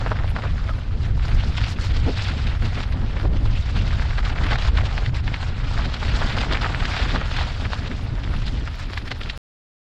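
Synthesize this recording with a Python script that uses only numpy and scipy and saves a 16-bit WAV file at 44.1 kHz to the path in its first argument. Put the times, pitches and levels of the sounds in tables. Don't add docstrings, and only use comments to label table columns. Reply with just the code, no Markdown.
import sys
import numpy as np
from scipy import signal
from scipy.fft import rfft, irfft, next_fast_len
from scipy.io import wavfile
from scipy.ndimage import uniform_filter1d, map_coordinates

SR = 44100
rng = np.random.default_rng(int(sys.argv[2]) if len(sys.argv) > 2 else 0)


def store_pcm(level_fs):
    pcm = np.round(np.clip(level_fs, -1, 1) * 32767).astype(np.int16)
    wavfile.write(sys.argv[1], SR, np.atleast_2d(pcm).T)


N = 435266
STOP_S = 9.3765
TOP_HZ = 15700


def amp(db):
    return 10 ** (np.asarray(db) / 20)


def unit(x):
    return x / np.sqrt(np.mean(x ** 2) + 1e-20)


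def curves(rows):
    times, *columns = np.transpose(rows)
    t = np.arange(N) / SR
    return [np.interp(t, times, column) for column in columns]


def bumps(rows):
    t = np.arange(N) / SR
    return sum(height * np.exp(-((t - s) / half) ** 2) for s, height, half in rows)


def wobble(rate):
    knots = rng.standard_normal(4000)
    return map_coordinates(knots, [np.arange(N) * min(rate, 400) / SR])


def coloured(x, points):
    size = next_fast_len(N + 8192)
    hz, db = np.transpose(points)
    log_hz = np.log(np.fft.rfftfreq(size, 1 / SR) + 1)
    gain = amp(np.interp(log_hz, np.log(hz), db))
    return irfft(rfft(x, size) * gain, size)[:N]


def patchy(x, depth_db):
    z = signal.stft(x, nperseg=256)[2]
    field = uniform_filter1d(rng.standard_normal(z.shape), size=4, axis=0)
    field = uniform_filter1d(field, size=7, axis=1)
    return signal.istft(z * amp(depth_db * unit(field)), nperseg=256)[1][:N]


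def grains(s, hz, gain, cycles, size):
    k = np.arange(size)
    turns = np.outer(np.clip(hz, 1, SR / 3), k / SR)
    swell = 1 - np.exp(-turns / 0.17)
    decay = amp(-20 * turns / cycles)
    waves = gain[:, None] * np.sin(2 * np.pi * turns) * decay * swell
    at = np.clip(np.round(s * SR).astype(int), 0, N)[:, None] + k
    return np.bincount(at.ravel(), waves.ravel(), N + size + 1)[:N]


# (time [s], buffet level [dB], flutter level [dB])
WIND_LEVELS = [(0.0, -20, -39), (0.15, -23.5, -35), (0.31, -18, -44.5), (0.34, -23.5, -37),
               (0.57, -19, -37.5), (0.78, -25, -40), (1.09, -17, -33.5), (1.23, -20, -44),
               (1.28, -22.5, -35), (1.33, -17, -36), (1.56, -23.5, -39), (1.64, -17, -39),
               (1.75, -26.5, -40), (1.85, -17.5, -36), (2.04, -15.5, -35), (2.09, -19.5, -38.5),
               (2.22, -21.5, -36.5), (2.61, -21, -40.5), (2.63, -18, -30.5), (2.74, -23.5, -39.5),
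               (3.16, -21, -36.5), (3.21, -18, -36), (3.68, -22, -38.5), (3.83, -16.5, -30.5),
               (4.12, -20, -42), (4.43, -20.5, -33), (4.7, -18, -43.5), (4.72, -28.5, -40),
               (4.77, -18.5, -37), (5.64, -22.5, -43), (5.84, -19.5, -31), (5.92, -22, -35.5),
               (6.81, -21.5, -35.5), (6.99, -22, -40), (7.07, -14, -30), (7.18, -26.5, -33),
               (7.25, -22.5, -42.5), (7.33, -22, -40), (7.8, -24, -35.5), (8.64, -23, -40),
               (8.66, -29.5, -44.5), (8.92, -25.5, -37.5), (9.27, -28, -39.5), (9.37, -32.5, -52)]
# (time [s], level [dB], half length [s])
PUFF_TIMES = [(2.086, -21, 0.022), (2.65, -42, 0.03), (3.249, -24, 0.015), (3.315, -36, 0.007),
              (6.523, -27, 0.024), (7.068, -33, 0.012), (8.907, -40, 0.0094)]
# (frequency [Hz], relative level per Hz [dB])
BUFFET_TONE = [(10, -13), (25, 0), (60, -1.5), (110, -6), (150, -15), (220, -35.5), (400, -63.5),
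               (900, -120)]
FLUTTER_TONE = [(100, -23), (160, -5.5), (250, -6), (330, -14), (600, -21.5), (1200, -30), (3000, -46.5),
                (7000, -120)]
PUFF_TONE = [(150, -3.5), (300, -2.5), (450, -6.5), (900, -17.5), (1200, -30.5), (2500, -52.5),
             (6000, -120)]


def wind():
    buffet_db, flutter_db = curves(WIND_LEVELS)
    t, eddies = np.arange(N) / SR, wobble(14)
    buffet = unit(amp(1.5 * eddies) * coloured(rng.standard_normal(N), BUFFET_TONE))
    flutter_swell = amp(2 * eddies + 2.4 * wobble(35))
    flutter = unit(flutter_swell * coloured(rng.standard_normal(N), FLUTTER_TONE))
    puff_shape = sum(amp(db) * np.exp(-((t - s) / half) ** 2) for s, db, half in PUFF_TIMES)
    uneven = amp(2 * wobble(110))
    puff = puff_shape * unit(uneven * coloured(rng.standard_normal(N), PUFF_TONE))
    return amp(buffet_db) * buffet + amp(flutter_db) * flutter + puff


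# (time [s], crust level [dB], crystal level [dB])
TREAD_LEVELS = [(0.0, -34, -47), (0.13, -37.5, -54), (0.92, -45.5, -50), (1.25, -39, -43),
                (1.43, -43.5, -44.5), (1.74, -42, -36.5), (1.9, -45, -40.5), (2.33, -43, -42.5),
                (2.92, -36.5, -47.5), (3.43, -49, -51), (3.76, -43, -41), (3.94, -40.5, -42),
                (4.25, -36.5, -48), (4.59, -33.5, -41), (5.15, -41.5, -47), (5.64, -36.5, -39),
                (6.23, -35.5, -37), (6.61, -34.5, -45), (6.94, -33, -35.5), (7.69, -39.5, -41),
                (8.02, -44.5, -48), (8.28, -44, -57), (8.56, -47, -45.5), (9.2, -46, -49.5)]
# (time [s], depth [dB], half length [s])
CRUNCH_LULLS = [(0.932, 2.5, 0.13), (1.15, 8.5, 0.056), (1.76, 8.5, 0.027), (2.588, 7, 0.02),
                (2.933, 6, 0.12), (3.294, 9, 0.014), (3.726, 3, 0.023), (4.218, 6.5, 0.0097),
                (4.35, 5.5, 0.023), (4.574, 14, 0.0078), (4.725, 12.5, 0.028), (4.829, 6.5, 0.0099),
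                (5.03, 1, 0.006), (5.122, 12.5, 0.015), (5.222, 11, 0.015), (5.533, 7.5, 0.045),
                (5.65, 6, 0.11), (5.9, 6, 0.065), (5.982, 7.5, 0.012), (6.473, 2, 0.018),
                (7.251, 4.5, 0.071), (7.565, 3.5, 0.047), (7.682, 7.5, 0.02), (9.035, 6, 0.013),
                (9.178, 3, 0.042)]
# (time [s], rise [dB], half length [s])
CRYSTAL_FIZZES = [(.6, 5, 0.011), (1.41, 8, 0.021), (1.83, 3.5, 0.044), (2.22, 7, 0.084), (2.8, 10, 0.045),
                  (3.37, 11.5, 0.017), (3.55, 7, 0.076), (4.62, 5, 0.055), (4.86, 4.5, 0.014),
                  (5.165, 9, 0.026), (6.41, 14, 0.01), (7.0, 0.5, 0.071), (7.86, 11, 0.019),
                  (8.24, 14.5, 0.0098), (8.36, 11, 0.11), (8.477, 7, 0.015), (8.83, 10.5, 0.023)]


def tread():
    crust_db, crystal_db = np.array(curves(TREAD_LEVELS)) - bumps(CRUNCH_LULLS)
    return crust_db, crystal_db + bumps(CRYSTAL_FIZZES)


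def crunch(count, hz, octaves, drift, spread_db, cycles, size):
    when, chance, sign = rng.random((count, 3)).T
    patch = wobble(35)[(when * N).astype(int)]
    pitch = hz * 2 ** (octaves * rng.standard_normal(count) + drift * patch)
    strength = amp(-spread_db * np.log(np.maximum(chance, 4e-3)))
    gain = np.sign(sign - .5) * strength
    return unit(grains(when * N / SR, pitch, gain, cycles, size))


# (frequency [Hz], relative level per Hz [dB])
SLUSH_TONE = [(250, -18), (500, 1.5), (1400, 5), (2300, 1), (3500, -1), (7000, -11), (16000, -41)]
SLUSH_DB = 2.5


def tyres():
    crust_db, crystal_db = tread()
    slush_db = (crust_db + crystal_db) / 2 + SLUSH_DB
    clumps = 1.6 * wobble(30) + 2.1 * wobble(90)
    crust = crunch(count=5000, hz=1290, octaves=0.55, drift=0.15, spread_db=2.5, cycles=1.5, size=180)
    crystals = crunch(count=15000, hz=3705, octaves=0.38, drift=0.25, spread_db=0.5, cycles=3.9, size=110)
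    slush = patchy(coloured(rng.standard_normal(N), SLUSH_TONE), depth_db=3)
    crust = unit(amp(clumps + 0.81 * wobble(30)) * crust)
    crystals = unit(amp(clumps + 0.83 * wobble(30)) * crystals)
    slush = unit(amp(0.27 * clumps) * slush)
    return amp(crust_db) * crust + amp(crystal_db) * crystals + amp(slush_db) * slush


# (time [s], level [dB])
AIRY_LEVELS = [(0.0, -70), (0.82, -75.5), (1.82, -72), (3.33, -74), (4.33, -78.5), (5.66, -81),
               (6.18, -77.5), (8.41, -72.5), (8.68, -76), (9.2, -71)]
# (frequency [Hz], relative level per Hz [dB])
AIRY_TONE = [(6000, -64), (9000, -2), (10500, -9.5), (12400, -13), (14000, -20), (15700, -24)]
# (time [s], level before a 7 dB lift [dB])
HIGH_TICKS = [(8.7304, -64), (8.7568, -46), (8.7992, -52), (8.869, -52), (8.9324, -53), (8.9838, -45),
              (9.0616, -55), (9.115, -55), (9.189, -47)]


def airy():
    s, db = np.transpose(HIGH_TICKS)
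    pitch = 12400 * 2 ** (.03 * rng.standard_normal(len(s)))
    ticks = grains(s, pitch, amp(db + 7), cycles=5, size=100)
    flicker = amp(5.3 * wobble(24) + 2.6 * wobble(65))
    fizz = unit(flicker * coloured(rng.standard_normal(N), AIRY_TONE))
    return ticks + amp(curves(AIRY_LEVELS)[0]) * fizz


LUMP_DB, LUMP_SCATTER_DB, LUMP_HZ, LUMP_OCTAVES = 12.5, 2.5, 1500, .4
LUMP_RUBBLE_DB = -27


def lumps(count=500):
    when = rng.random(count) * STOP_S
    size, tone, crumbly, bright = rng.standard_normal((count, 4)).T
    crust_db = tread()[0][(when * SR).astype(int)]
    db = crust_db + LUMP_DB + LUMP_SCATTER_DB * size
    hz = LUMP_HZ * 2 ** (LUMP_OCTAVES * tone)
    return np.transpose([when, db, hz, LUMP_RUBBLE_DB + 3 * crumbly, LUMP_RUBBLE_DB + 4 * bright])


SNAP_RISE, SNAP_FADE = .6, .55
SNAP_EDGE = 1.35


def snaps(s, hz, gain, size=240):
    at = np.round(s * SR).astype(int)[:, None] + np.arange(size) - size // 2
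    turns = (at / SR - s[:, None]) * hz[:, None]
    turns = np.where(turns < 0, SNAP_EDGE * turns, turns)
    width = np.where(turns < 0, SNAP_RISE, SNAP_FADE)
    waves = -np.cos(2 * np.pi * turns) * np.exp(-(turns / width) ** 2)
    return np.bincount(np.clip(at, 0, N).ravel(), (gain[:, None] * waves).ravel(), N + 1)[:N]


# (time [s], snap level [dB], pitch [Hz], crumbs relative to snap [dB], splinters relative to snap [dB])
LOUD_CRACKS = [(0.0632, -12, 950, -18.5, -32), (0.0696, -19, 1510, -12, -36),
               (0.0814, -22.5, 1760, -22, -28), (0.1182, -9.5, 950, -14, -31),
               (0.1296, -22.5, 1020, -16, -28), (0.1588, -27, 1260, -26.5, -35),
               (0.1893, -18.5, 1340, -19, -31), (0.248, -31, 1190, -28.5, -26),
               (0.3645, -11.5, 1100, -18, -27), (0.388, -19.0, 950, -16, -25), (0.438, -25, 960, -8, -18),
               (0.4538, -18.0, 960, -13, -33), (0.6931, -15.5, 1110, -20, -27.5),
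               (1.4372, -19, 950, -19, -18), (1.575, -21, 2590, -20, -7), (1.5802, -19, 1920, -8, -18),
               (1.6151, -16.5, 1520, -32, -22), (1.6405, -15, 2320, -18.5, -20),
               (1.6453, -14.5, 2590, -28, -27), (1.6826, -26, 1340, -27, -8), (1.7875, -18, 1190, -26, -35),
               (1.8686, -25.5, 2590, -25, -21), (2.1757, -18.5, 1090, -19.5, -15.5),
               (2.2863, -19.5, 1190, -24, -12), (2.3157, -16.5, 1520, -18, -20),
               (2.4714, -18, 2590, -12, -19), (2.6569, -22, 2100, -15, -10), (2.7862, -27, 1090, -23, -30),
               (2.8341, -20.0, 1630, -16, -15), (3.1677, -21, 1520, -11, -25.5),
               (3.1997, -18, 1260, -28, -23), (3.2537, -19.5, 950, -17, -32), (3.4584, -24, 950, -13, -13),
               (3.7669, -21, 1080, -15, -21), (3.9974, -14.5, 1340, -37, -35),
               (4.023, -17.5, 1420, -17, -22), (4.1087, -17, 1630, -19, -36),
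               (4.1821, -19.0, 1630, -9, -17), (4.1871, -19, 1420, -14.5, -26),
               (4.2555, -19, 1900, -10, -14.5), (4.365, -19.5, 980, -20, -35),
               (4.3865, -14.5, 1590, -35, -37), (4.4378, -19, 1760, -16, -14),
               (4.4669, -14, 1520, -14.5, -23), (4.5109, -13.5, 1420, -16.5, -15),
               (4.5193, -12.5, 1140, -13.5, -20), (4.5253, -13, 1140, -15.5, -23),
               (4.5317, -12.0, 1760, -11, -31), (4.5578, -10.5, 1414, -22.5, -29.5),
               (4.6845, -18.5, 1210, -14.5, -18.5), (4.7741, -22.5, 2540, -2.5, -13),
               (4.7858, -12.5, 1340, -14.5, -29), (4.9796, -10.5, 1630, -23, -22.5),
               (5.0624, -19.5, 2500, -11, -19), (5.2789, -13.5, 1770, -16, -34),
               (5.3426, -10.5, 1800, -18, -26.5), (5.4287, -18.5, 1210, -15, -18),
               (5.778, -14, 1340, -27, -32), (5.7935, -16.5, 1120, -15, -23), (5.854, -21, 1520, -33, -9),
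               (5.9421, -16.5, 1260, -29, -13.5), (6.008, -23.5, 2320, -26, -16.5),
               (6.029, -14.5, 1110, -17, -23), (6.1546, -17.0, 1190, -18, -20),
               (6.2176, -11.5, 1140, -14.5, -27), (6.2248, -10.5, 1010, -24, -37.5),
               (6.2324, -18, 1080, -21.5, -35), (6.3017, -16, 2590, -23.5, -17.5),
               (6.3678, -14.5, 1420, -16, -18.5), (6.3776, -12, 980, -19, -25),
               (6.3855, -12, 1760, -17.5, -17), (6.4355, -18, 1270, -27, -22.5),
               (6.5128, -13.5, 1420, -15, -23), (6.5256, -11.0, 1530, -24.5, -17),
               (6.5349, -13.5, 1190, -22, -16.5), (6.5474, -15.5, 1530, -16, -22.5),
               (6.5525, -11.5, 1760, -12.5, -31), (6.5727, -11, 2100, -24, -34),
               (6.6194, -13.0, 950, -21, -15), (6.6346, -16.5, 2100, -9.5, -20),
               (6.6454, -13.5, 1330, -12, -21.5), (6.6523, -13.5, 1260, -28.5, -25.5),
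               (6.6624, -10, 1080, -21.5, -30), (6.7473, -8.5, 1520, -27, -41),
               (6.854, -11.0, 1630, -23, -19.5), (6.9684, -17, 1190, -13, -15.5),
               (7.0218, -17.5, 1330, -17, -20), (7.109, -17.5, 1920, -17, -30),
               (7.141, -21, 1760, -22.5, -22), (7.1567, -13, 1080, -16, -18.5),
               (7.1609, -10, 1070, -18, -25), (7.2148, -15, 1520, -13.5, -34.5),
               (7.3149, -17.5, 980, -20.5, -15), (7.3671, -13.5, 1630, -20.5, -15),
               (7.3881, -16.5, 1260, -9.5, -17), (7.4108, -10.5, 1090, -22.5, -21),
               (7.6533, -17.5, 1520, -12, -35), (7.7231, -21, 1260, -15, -21), (7.7335, -9, 1190, -24, -21),
               (7.9154, -18.5, 1520, -15, -29), (8.2763, -21, 1340, -35, -33),
               (8.3396, -18, 1250, -14.5, -32), (8.676, -19.5, 1630, -12.5, -27),
               (8.6831, -21.0, 1190, -26, -28), (8.7437, -24.0, 1760, -25, -22),
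               (8.9346, -21.5, 1210, -18, -13), (8.9765, -10.5, 1620, -21, -20.5),
               (9.0795, -24, 2590, -8, -15), (9.1165, -11.5, 1570, -17.5, -17.5),
               (9.2145, -15.5, 1900, -22, -23), (9.2356, -22, 2590, -20, -15),
               (9.26, -22, 1630, -21, -24.5), (9.3, -10.5, 2590, -19, -20)]
CRUMB_DB, SPLINTER_DB = 6.5, 10
CRUMBLE_S, CRUMBLE_LAG_S = .0062, .001
RUBBLE_OCTAVES, SPLINTER_HZ = .45, 3660
PIECE_FALL_DB = 3.5


def cracks(count=36):
    rows = np.vstack([LOUD_CRACKS, lumps()])
    s, db, hz, crumb_db, splinter_db = np.transpose(rows)[:, :, None]
    draws = rng.standard_normal((len(s), 2, count, 3))
    lag, shift, level = np.moveaxis(draws, (3, 1), (0, 1))
    when = s + CRUMBLE_LAG_S + CRUMBLE_S * lag
    crumb_hz = hz * 2 ** (RUBBLE_OCTAVES * shift[0])
    splinter_hz = SPLINTER_HZ * 2 ** (.17 * shift[1])
    pitch = np.array([crumb_hz, splinter_hz])
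    piece_db = db + np.array([crumb_db + CRUMB_DB, splinter_db + SPLINTER_DB])
    piece_db = piece_db + 2 * level - PIECE_FALL_DB * abs(lag)
    gain = np.sign(lag * shift) * amp(piece_db)
    pieces = grains(when.ravel(), pitch.ravel(), gain.ravel(), cycles=2.16, size=150)
    return snaps(s[:, 0], hz[:, 0], amp(db[:, 0])) + pieces


SQUEAK_S, SQUEAK_DB, SQUEAK_HZ, SAG_HZ_PER_S = .699, -32, 1330, 5500
SQUEAK_ATTACK_S, SQUEAK_HOLD_S, SQUEAK_RELEASE_S = .004, .015, .006


def squeak():
    t = np.arange(N) / SR - SQUEAK_S
    hz = SQUEAK_HZ - SAG_HZ_PER_S * np.clip(t, 0, .1)
    uneven_hz = hz * (1 + 0.03 * wobble(250))
    tone = np.sin(2 * np.pi * np.cumsum(uneven_hz) / SR)
    corners = np.cumsum([0, SQUEAK_ATTACK_S, SQUEAK_HOLD_S, SQUEAK_RELEASE_S])
    shape = np.interp(t, corners, [0, 1, 1, 0])
    return amp(SQUEAK_DB) * shape * tone


# (frequency [Hz], gain [dB])
HOUSING_TONE = [(800, -0.75), (1060, -3), (1350, -0.5), (2200, -0.5), (3600, -0.5), (5000, -0.5),
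                (6200, -6.5), (7500, -4.5), (9000, -12.5), (12500, -15.5), (15500, -50.5)]


def scene():
    breeze = wind()
    wheels = tyres() + cracks() + squeak()
    return (breeze + coloured(wheels, HOUSING_TONE) + airy())[None]


def record(dry):
    wet = coloured(dry[0], [(TOP_HZ, 0), (TOP_HZ + 100, -120)])
    return (wet * (np.arange(N) < STOP_S * SR))[None]


dry = scene()
out = record(dry)
store_pcm(out)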